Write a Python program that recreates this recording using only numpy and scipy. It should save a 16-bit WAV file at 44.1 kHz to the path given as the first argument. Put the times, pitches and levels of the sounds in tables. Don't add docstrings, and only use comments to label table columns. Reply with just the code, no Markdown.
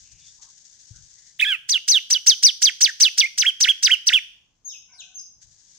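import sys
import numpy as np
from scipy import signal
from scipy.fft import rfft, irfft, next_fast_len
from scipy.io import wavfile
from scipy.ndimage import uniform_filter1d, minimum_filter1d

SR = 44100
rng = np.random.default_rng(int(sys.argv[2]) if len(sys.argv) > 2 else 0)


def wrap_up_sound(samples):
    columns = np.atleast_2d(samples).T
    tamed = np.clip(columns, -1, 1)
    steps = np.round(tamed * 32767).astype(np.int16)
    wavfile.write(sys.argv[1], SR, steps)


N = 254898
TIME = np.arange(N) / SR


def from_db(db):
    return 10 ** (np.asarray(db) / 20)


def rms_one(x):
    return x / np.sqrt(np.mean(x ** 2) + 1e-20)


def at_hz(points, hz):
    f, value = np.transpose(points)
    return np.interp(np.log(np.maximum(hz, 1)), np.log(f), value)


def bin_hz(size):
    return np.arange(size // 2 + 1) * SR / size


def coloured(x, spectrum):
    length = x.shape[-1]
    size = next_fast_len(length + 4096)
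    gain = from_db(at_hz(spectrum, bin_hz(size)))
    return irfft(rfft(x, size) * gain, size)[..., :length]


def panned(pair, balance):
    sides = []
    for sign in (1, -1):
        sides.append([(hz, 10 * np.log10(2 / (0.5 + 10 ** (-sign * db / 10)))) for hz, db in balance])
    return np.array([coloured(x, side) for x, side in zip(pair, sides)])


def noise(spectrum, alike):
    alike = np.clip(alike, 0, 1)
    common = np.sqrt(alike) * rng.standard_normal(N)
    separate = np.sqrt(1 - alike) * rng.standard_normal((2, N))
    return rms_one(coloured(common + separate, spectrum))


def drift(cutoff_hz, size):
    sos = signal.butter(2, min(cutoff_hz, SR / 4), fs=SR, output="sos")
    white = rng.standard_normal(max(size, SR // 2) + SR // 4)
    return rms_one(signal.sosfilt(sos, white)[SR // 4:])[:size]


def delayed(x, ms):
    return np.interp(TIME - ms / 1000, TIME, x, left=0)


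def share(t, start_s, length_s):
    return np.clip((t - start_s) / max(length_s, 1e-4), 0, 1)


def stretch(start_s, length_s):
    t = np.arange(int(length_s * SR)) / SR
    return int(start_s * SR) + np.arange(len(t)), t


def envelope(t, db, attack_s, release_s):
    return np.sqrt(2) * from_db(db) * share(t, 0, attack_s) * share(t[-1] - t, 0, release_s)


def phase_of(hz, jitter):
    return 2 * np.pi * np.cumsum(hz * (1 + jitter * drift(490, len(hz)))) / SR


def partial(multiple, hz, phase):
    return np.sin(multiple * phase) * (multiple * hz < .45 * SR)


# f/Hz, relative density/dB
AIR_SPECTRUM = [(15, -41), (25, -3), (75, -8.5), (157, -8), (389, -22.5), (445, -23.5), (859, -23.5),
                (1110, -24), (1400, -43.5), (1820, -75.5), (3080, -120)]


def quiet_air():
    low = from_db(-73.5) * noise(AIR_SPECTRUM, alike=0.67)
    treble = noise([(1000, 0.5), (6000, -7.0), (9000, -24), (16000, -21)], alike=0.13)
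    return low + from_db(-80.0) * treble


# t/s, level/dB
HISS_LEVEL = [(0, -52.5), (.18, -59.5), (.27, -51), (.4, -56), (.9, -55), (1.3, -55), (1.39, -60),
              (1.7, -83.5), (5.39, -76), (5.43, -62.5), (5.78, -55)]
# f/Hz, relative density/dB
HISS_SPECTRUM = [(350, -60), (600, -38), (834, -28.5), (970, -36.5), (1070, -42), (1590, -10),
                 (2570, -16.5), (3430, -6.5), (3890, -6.5), (6550, 6), (8050, -7.5), (9490, -27.5),
                 (11500, -32.5), (16000, -41)]
# f/Hz, left minus right/dB
HISS_PAN = [(1300, 0), (2400, 0.5), (4400, 5), (8100, 5.5), (15000, -0.5)]
# start t/s, end t/s, rate/(1/s)
HISS_RUNS = [(.042, 1.33, 13.05), (5.424, 5.76, 11)]
SWELL_DB, SWELL_SPREAD_DB = -52.5, 4.1


def hiss(rise_s, fall_s, flicker_db):
    power = from_db(np.interp(TIME, *np.transpose(HISS_LEVEL))) ** 2
    steady = from_db(flicker_db * drift(90, N)) * panned(noise(HISS_SPECTRUM, alike=0.067), HISS_PAN)
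    times = np.concatenate([np.arange(start, end, 1 / rate) for start, end, rate in HISS_RUNS])
    strengths_db = SWELL_DB + SWELL_SPREAD_DB * rng.standard_normal(len(times))
    for s, db in zip(times, strengths_db):
        distance = np.maximum((s - TIME) / rise_s, (TIME - s) / fall_s)
        power = power + from_db(db) ** 2 * np.exp(-np.minimum(distance, 20))
    return np.sqrt(power) * steady


# t/s, level before decay and pan/dB, t60/s
BUMPS = [(.01, -64.5, 0.98), (.11, -64.5, 1), (.93, -53.5, 0.57), (5.36, -67.5, 0.485), (5.44, -64, .6)]
# f/Hz, relative density/dB
BUMP_SPECTRUM = [(15, -39), (25, -2), (97, 2.5), (145, -3), (233, -25), (314, -29), (500, -38), (650, -74),
                 (1100, -120)]


def bumps(rise_s, pan_db):
    level = np.zeros(N)
    for s, db, t60 in BUMPS:
        level += from_db(db - 60 * np.clip((TIME - s) / t60, 0, 2)) * share(TIME, s, rise_s)
    return level * noise(BUMP_SPECTRUM, alike=0.81) * from_db([[pan_db / 2], [-pan_db / 2]])


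# start t/s, end t/s, centre f/Hz, width/Hz, level/dB
FAINT_BANDS = [(0.194, 0.332, 3520, 250, -59), (0.37, 0.522, 1010, 302, -69),
               (0.926, 1.027, 1525, 200, -66), (1.14, 1.35, 1950, 300, -71), (.02, .3, 2700, 700, -67),
               (4.89, 5.2, 733, 45, -74.5), (4.875, 5.19, 1523, 130, -71), (4.875, 5.03, 1020, 130, -72),
               (4.88, 4.99, 2246, 196, -65)]


def faint_bands(fade_s):
    out = np.zeros(N)
    for start, end, hz, width, db in FAINT_BANDS:
        gate = np.clip(np.minimum(TIME - start, end - TIME) / fade_s, 0, 1)
        phase = 2 * np.pi * hz * TIME
        band = drift(width / 2, N) * np.sin(phase) + drift(width / 2, N) * np.cos(phase)
        out += from_db(db) * gate * band
    return out


def thud(start_s, hz, db, t60):
    t = np.clip(TIME - start_s, 0, 1)
    swing = np.sin(2 * np.pi * hz * t) * (1 - np.exp(-(t * hz) ** 2))
    return swing * from_db(db - 60 * np.minimum(t / t60, 2)) * from_db([[0], [-10]])


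def call(span, hz, level, octave_by_pitch, jitter, half_db, upper_db):
    phase = phase_of(hz, jitter)
    halves = from_db(half_db) * (partial(3 / 2, hz, phase) + partial(5 / 2, hz, phase) / 10)
    octave = from_db(at_hz(octave_by_pitch, hz)) * (partial(2, hz, phase) + halves)
    upper = sum(partial(k, hz, phase) / k / (1 + (k * hz / 9000) ** 4) for k in range(3, 10))
    hoarse = 1 + .08 * drift(500, len(span))
    out = np.zeros(N)
    out[span] = level * hoarse * (np.sin(phase) + octave + from_db(upper_db) * upper)
    return out


# t/s, pitch f/Hz, fundamental level before the mix/dB
OPENING_TRACK = [(1.392, 1380, -34), (1.402, 3705, -14.5), (1.412, 1628, -27.5), (1.425, 2580, -12.5),
                 (1.436, 2530, -14.5), (1.45, 1714, -30), (1.459, 1565, -30), (1.48, 1752, -26.5),
                 (1.517, 1560, -29.5), (1.551, 1282, -42.5), (1.566, 1110, -61)]
# pitch f/Hz, level re fundamental/dB
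OPENING_OCTAVE = [(1250, 18), (1450, 15), (1600, 7.5), (1760, 4.5), (2400, -29), (3700, -38)]


def opening_call(fade_s):
    s, pitch, level = np.transpose(OPENING_TRACK)
    span, t = stretch(s[0], s[-1] - s[0])
    hz, db = [uniform_filter1d(np.interp(s[0] + t, s, c), size=110) for c in (pitch, level)]
    amplitude = envelope(t, db, fade_s, fade_s)
    return call(span, hz, amplitude, OPENING_OCTAVE, jitter=.009, half_db=-12, upper_db=-12)


def beak(voice, low_hz):
    return signal.sosfilt(signal.butter(6, low_hz, "high", fs=SR, output="sos"), voice)


# f/Hz, relative density/dB
RASP_SPECTRUM = [(300, -25.5), (900, -24), (1600, -2.5), (5000, 5), (7500, 2), (9300, 3.5), (11000, -19),
                 (12400, 0), (13700, -8.5), (15200, 2.5)]


def rasp(voice, rasp_db, soft_edge_db, flicker_db):
    force = np.gradient(voice) ** 2
    wide = uniform_filter1d(uniform_filter1d(force, size=660), size=440)
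    narrow = uniform_filter1d(force, size=130)
    effort = np.sqrt(np.abs(narrow + from_db(soft_edge_db) ** 2 * wide))
    return from_db(rasp_db + flicker_db * drift(120, N)) * effort * noise(RASP_SPECTRUM, alike=0.13)


# f/Hz, gain/dB
YARD_COLOUR = [(300, -5.5), (1200, -0.5), (2000, -2.5), (3000, -1.5), (4500, -2.5), (6200, -1), (7500, -10),
               (10000, -3), (15000, -8.5)]


def yard(x, t60, build_s):
    t = TIME[:SR]
    tail = rng.standard_normal((2, SR)) * from_db(-60 * t / t60) * (1 - np.exp(-t / build_s))
    tail = coloured(tail / np.sqrt(np.sum(tail ** 2, axis=1, keepdims=True)), YARD_COLOUR)
    return signal.fftconvolve(x[None], tail, axes=1)[:, :N]


# f/Hz, left lead/rad
SONG_PHASE = [(0, 1), (950, -1.74), (2070, -0.37), (2500, -1.92), (3530, 0.57), (4570, -5.5), (5940, -10),
              (6460, -18), (7150, -17), (8790, -18), (10700, -10.5), (13200, 1), (14500, -5.5),
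              (15700, -3.5)]
# delay/ms, left level/dB, right level/dB
ECHOES = [(1.3, -17.5, -31), (2.705, -27.5, -11.5), (4.652, -28, -11), (8, -25, -14.5), (21, -20.5, -27)]
# f/Hz, left minus right/dB
SONG_PAN = [(60, -2.5), (92, -2), (140, -16.5), (210, -3), (330, -10), (500, 1), (770, 6), (1170, -3.5),
            (1790, -0.5), (2740, -5), (4190, -2.5), (6410, 3.5), (9810, -30.5), (15000, -1.5)]


def cage(voice):
    size = next_fast_len(N + 4096)
    lead = np.interp(bin_hz(size), *np.transpose(SONG_PHASE))
    left_direct = irfft(rfft(voice, size) * np.exp(1j * lead), size)[:N]
    echoes = sum(from_db([[left], [right]]) * delayed(voice, ms) for ms, left, right in ECHOES)
    return panned(np.array([left_direct, voice]) + echoes, SONG_PAN)


# t/s, flick/s, arch/s, top f/Hz, slide/s, end f/Hz, slide bend (0 = straight),
# flick level/dB, arch level/dB, slide-end level/dB, slide roughness (0-1), air puff level/dB
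SLIDES = [(1.688, .011, 0.019, 6305, .055, 2730, 2.3, -33.5, -16.5, -11.5, .5, -62),
          (2.100, 0.012, .0245, 6075, .038, 2907, 4.04, -33.5, -13, -17, 0.77, -81),
          (2.261, .012, 0.024, 6220, 0.041, 2984, 2.8, -34.5, -7.5, -20.5, .2, -65.5),
          (2.425, .012, .023, 5990, 0.041, 2873, 0.12, -35.5, -8, -16.5, .2, -75.5),
          (2.999, .012, 0.019, 6147, 0.053, 2490, 1.7, -31.5, -9, -12.5, .2, -64)]
# same columns, then
# rise/s, crest f/Hz, sag/s, last f/Hz, crest level/dB
HOOKS = [(1.877, .012, 0.028, 6220, .015, 4037, 2.5, -33, -12, -13.5, .4, -54, .002, 4015, .05, 2690, -12),
         (2.616, 0.015, .022, 6263, .023, 3240, 1, -31, -11, -13.5, 0.2, -60.5, 0.0081, 3188, 0.017, 1500, -13),
         (2.805, 0.015, .022, 6237, .041, 1590, 0.43, -32, -10, -16, 0.19, -70, 0.0098, 1912, 0.0092, 1530, -11.5),
         (3.175, .011, .0158, 5970, 0.04, 2078, 3.5, -33, -11, -8.5, 0.95, -71, .024, 2520, 0.0037, 2420, -17.5),
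         (3.3756, .012, 0.021, 6195, 0.03, 1368, 0.16, -35, -14.5, -9, 0.92, -59.5, 0.03, 3383, .032, 3064, -12.5),
         (3.602, .012, 0.017, 6100, 0.03, 1400, -0.2, -31.5, -12, -9.5, 0.48, -53.5, .031, 3432, .023, 3110, -10.5),
         (3.8245, .012, .0145, 6128, .034, 1316, -0.6, -34.5, -11.5, -7.5, 0.63, -52, .033, 3300, 0.031, 2764, -10),
         (4.061, .010, .0115, 5990, .030, 1376, 2.0, -54, -11, -10, 0.98, -54, .0255, 3612, 0.048, 2308, -10)]
# pitch f/Hz, gain/dB
CARRYING = [(1200, -32), (1550, -18), (2050, -9.5), (2400, -10.5), (3000, -2), (3500, -1), (4000, -3.5),
            (4330, -3), (4600, 3), (4900, 2), (5400, 0), (6200, -.5)]
FLICK_FROM_HZ, FLICK_TO_HZ, FLICK_CURVE = 1300, 5220, 1.4
ARCH_FLATNESS, RISE_CURVE, SAG_CURVE = 2.3, 1.7, 0.88
ATTACK_S, SWELL_CURVE, RELEASE_S = 0.0058, 3.1, .014
DROOP_S, DROOP_SHARE = .008, 0.39
TREMBLE_HZ, TREMBLE_SHARE, TREMBLE_DB = 260, .035, 3


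def note(start_s, flick_s, arch_s, top_hz, slide_s, end_hz, bend, flick_db, arch_db, end_db,
         roughness, puff_db, *hook):
    rise_s, crest_hz, sag_s, last_hz, crest_db = hook or (0, end_hz, 0, end_hz, end_db)
    slide_at = flick_s + arch_s
    rise_at = slide_at + slide_s
    droop_at = rise_at + rise_s + sag_s
    span, t = stretch(start_s, droop_at + DROOP_S)
    flick = share(t, 0, flick_s)
    arch = share(t, flick_s, arch_s)
    slide = share(t, slide_at, slide_s)
    rise = share(t, rise_at, rise_s)
    sag = share(t, rise_at + rise_s, sag_s)
    droop = share(t, droop_at, DROOP_S)

    bent_slide = np.expm1(-bend * slide) / np.expm1(-bend) if bend else slide
    hz = (FLICK_FROM_HZ * (FLICK_TO_HZ / FLICK_FROM_HZ) ** flick ** FLICK_CURVE
          + (top_hz - FLICK_TO_HZ) * (1 - np.abs(2 * arch - 1) ** ARCH_FLATNESS)
          + (end_hz - FLICK_TO_HZ) * bent_slide
          + (crest_hz - end_hz) * rise ** RISE_CURVE
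          + (last_hz - crest_hz) * sag ** SAG_CURVE)
    strain = roughness * np.sin(np.pi * np.sqrt(slide))
    hz = hz * (1 + TREMBLE_SHARE * strain * drift(TREMBLE_HZ, len(t)) - DROOP_SHARE * droop)

    whistle_db = arch_db + (end_db - arch_db) * slide + (crest_db - end_db) * rise
    whistle_db = whistle_db + at_hz(CARRYING, hz) + TREMBLE_DB * strain * (drift(TREMBLE_HZ, len(t)) - 1)
    level_db = flick_db + (whistle_db - flick_db) * flick ** SWELL_CURVE
    return span, hz, envelope(t, level_db, ATTACK_S, RELEASE_S)


# f/Hz, gain/dB
THROAT = [(2600, 0), (3800, -11), (5000, 7.5), (6800, 5), (8300, -0.5), (10000, -23.5), (15000, -24)]
# multiple of pitch, level/dB before OVERTONES_BY_PITCH
WHISTLE_PARTIALS = [(.5, -31.5), (1.5, -33), (2, -29.5), (3, -37.5)]
# pitch f/Hz, gain/dB
OVERTONES_BY_PITCH = [(1500, 0), (3000, -1), (4300, 6), (5200, -1), (6100, -2.5)]


def song(reedy_db, low_reedy, break_hz):
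    out = np.zeros(N)
    for row in SLIDES + HOOKS:
        span, hz, level = note(*row)
        phase = phase_of(hz, jitter=.004)
        opening_flick = np.maximum.accumulate(hz) < break_hz
        reedy = uniform_filter1d(np.maximum(opening_flick, low_reedy * (hz < 2100)), size=44)
        drive = reedy * np.minimum(level, from_db(-20.5))
        reed = sum(from_db(reedy_db + at_hz(THROAT, k * hz)) * partial(k, hz, phase) for k in range(2, 9))
        overtones = sum(from_db(db) * partial(round(2 * k) / 2, hz, phase) for k, db in WHISTLE_PARTIALS)
        overtone_gain = from_db(3.5 * drift(200, len(span)) + at_hz(OVERTONES_BY_PITCH, hz))
        out[span] += level * (np.sin(phase) + overtones * overtone_gain) + drive * reed
    return out


# f/Hz, relative density/dB
PUFF_SPECTRUM = [(40, -7.5), (110, 1), (200, -2.5), (380, 0.5), (600, -5), (1000, -4.5), (1600, -27.5)]


def puffs(rise_s, t60):
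    level = np.zeros(N)
    for row in SLIDES + HOOKS:
        s, db = row[0] + row[1], row[11]
        level += from_db(db - 60 * np.clip((TIME - s - rise_s) / t60, 0, 2)) * share(TIME, s, rise_s)
    return level * noise(PUFF_SPECTRUM, alike=0.42) * from_db([[-2], [2]])


# start t/s, length/s, first f/Hz, last f/Hz, time to mid-drop/s, drop scale/s,
# first level/dB, last level/dB (fundamental, before the mix)
FAR_CHIRPS = [(4.645, 0.082, 6490, 5220, 0.05, 0.015, -35, -42),
              (4.678, 0.088, 3915, 2445, 0.048, 0.041, -50.5, -48),
              (4.912, 0.064, 6600, 4645, 0.02, 0.046, -46, -56.5),
              (4.978, 0.062, 4416, 2355, .026, .04, -41.5, -47),
              (5.141, 0.073, 6365, 4990, 0.049, 0.013, -37.5, -40.5)]
# pitch f/Hz, level re fundamental/dB
FAR_OCTAVE = [(2450, -11), (3300, 6), (3800, -11), (4700, -7), (5400, -59), (6500, -27)]
FAR_FADE_S = 0.018


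def far_chirp(start_s, length_s, first_hz, last_hz, drop_at_s, drop_s, first_db, last_db):
    span, t = stretch(start_s, length_s)
    drop = (1 + np.tanh(2 * (t - drop_at_s) / drop_s)) / 2
    hz = first_hz + (last_hz - first_hz) * drop
    level = envelope(t, first_db + (last_db - first_db) * drop, FAR_FADE_S, FAR_FADE_S)
    return call(span, hz, level, FAR_OCTAVE, jitter=.0074, half_db=-35, upper_db=-20)


def scene():
    background = quiet_air() + hiss(rise_s=.004, fall_s=0.011, flicker_db=1.5)
    knocks = bumps(rise_s=0.0074, pan_db=14.0) + thud(start_s=.905, hz=105, db=-18.5, t60=0.052)

    opening = opening_call(fade_s=.004)
    voice = beak(song(reedy_db=6.5, low_reedy=0.058, break_hz=4610) + opening, low_hz=1262)
    breath_source = voice + from_db(-9) * beak(opening, low_hz=1262)
    airflow = rasp(breath_source, rasp_db=-20.0, soft_edge_db=-3.0, flicker_db=3.5)
    ringing = from_db(-16.5) * yard(voice + from_db(9.5) * airflow[0], t60=0.48, build_s=.003)
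    near = from_db(-2.0) * cage(voice) + airflow + ringing + puffs(rise_s=0.0082, t60=0.28)

    chirps = sum(far_chirp(*row) for row in FAR_CHIRPS)
    direct = np.array([chirps, delayed(chirps, ms=0.421)])
    answers = from_db(-0.5) * direct + from_db(2.0) * yard(chirps, t60=0.55, build_s=0.0012)
    far = answers * from_db([[2], [-2]]) + faint_bands(fade_s=0.037)
    return near + far + background + knocks


CUTOFF_HZ = 15900


def record(dry):
    headroom = np.minimum(1, .95 / (np.abs(dry).max(axis=0) + 1e-9))
    gain = uniform_filter1d(minimum_filter1d(headroom, size=177), size=177)
    return coloured(dry * gain, [(CUTOFF_HZ - 300, 0), (CUTOFF_HZ + 500, -70)])


dry = scene()
out = record(dry)
wrap_up_sound(out)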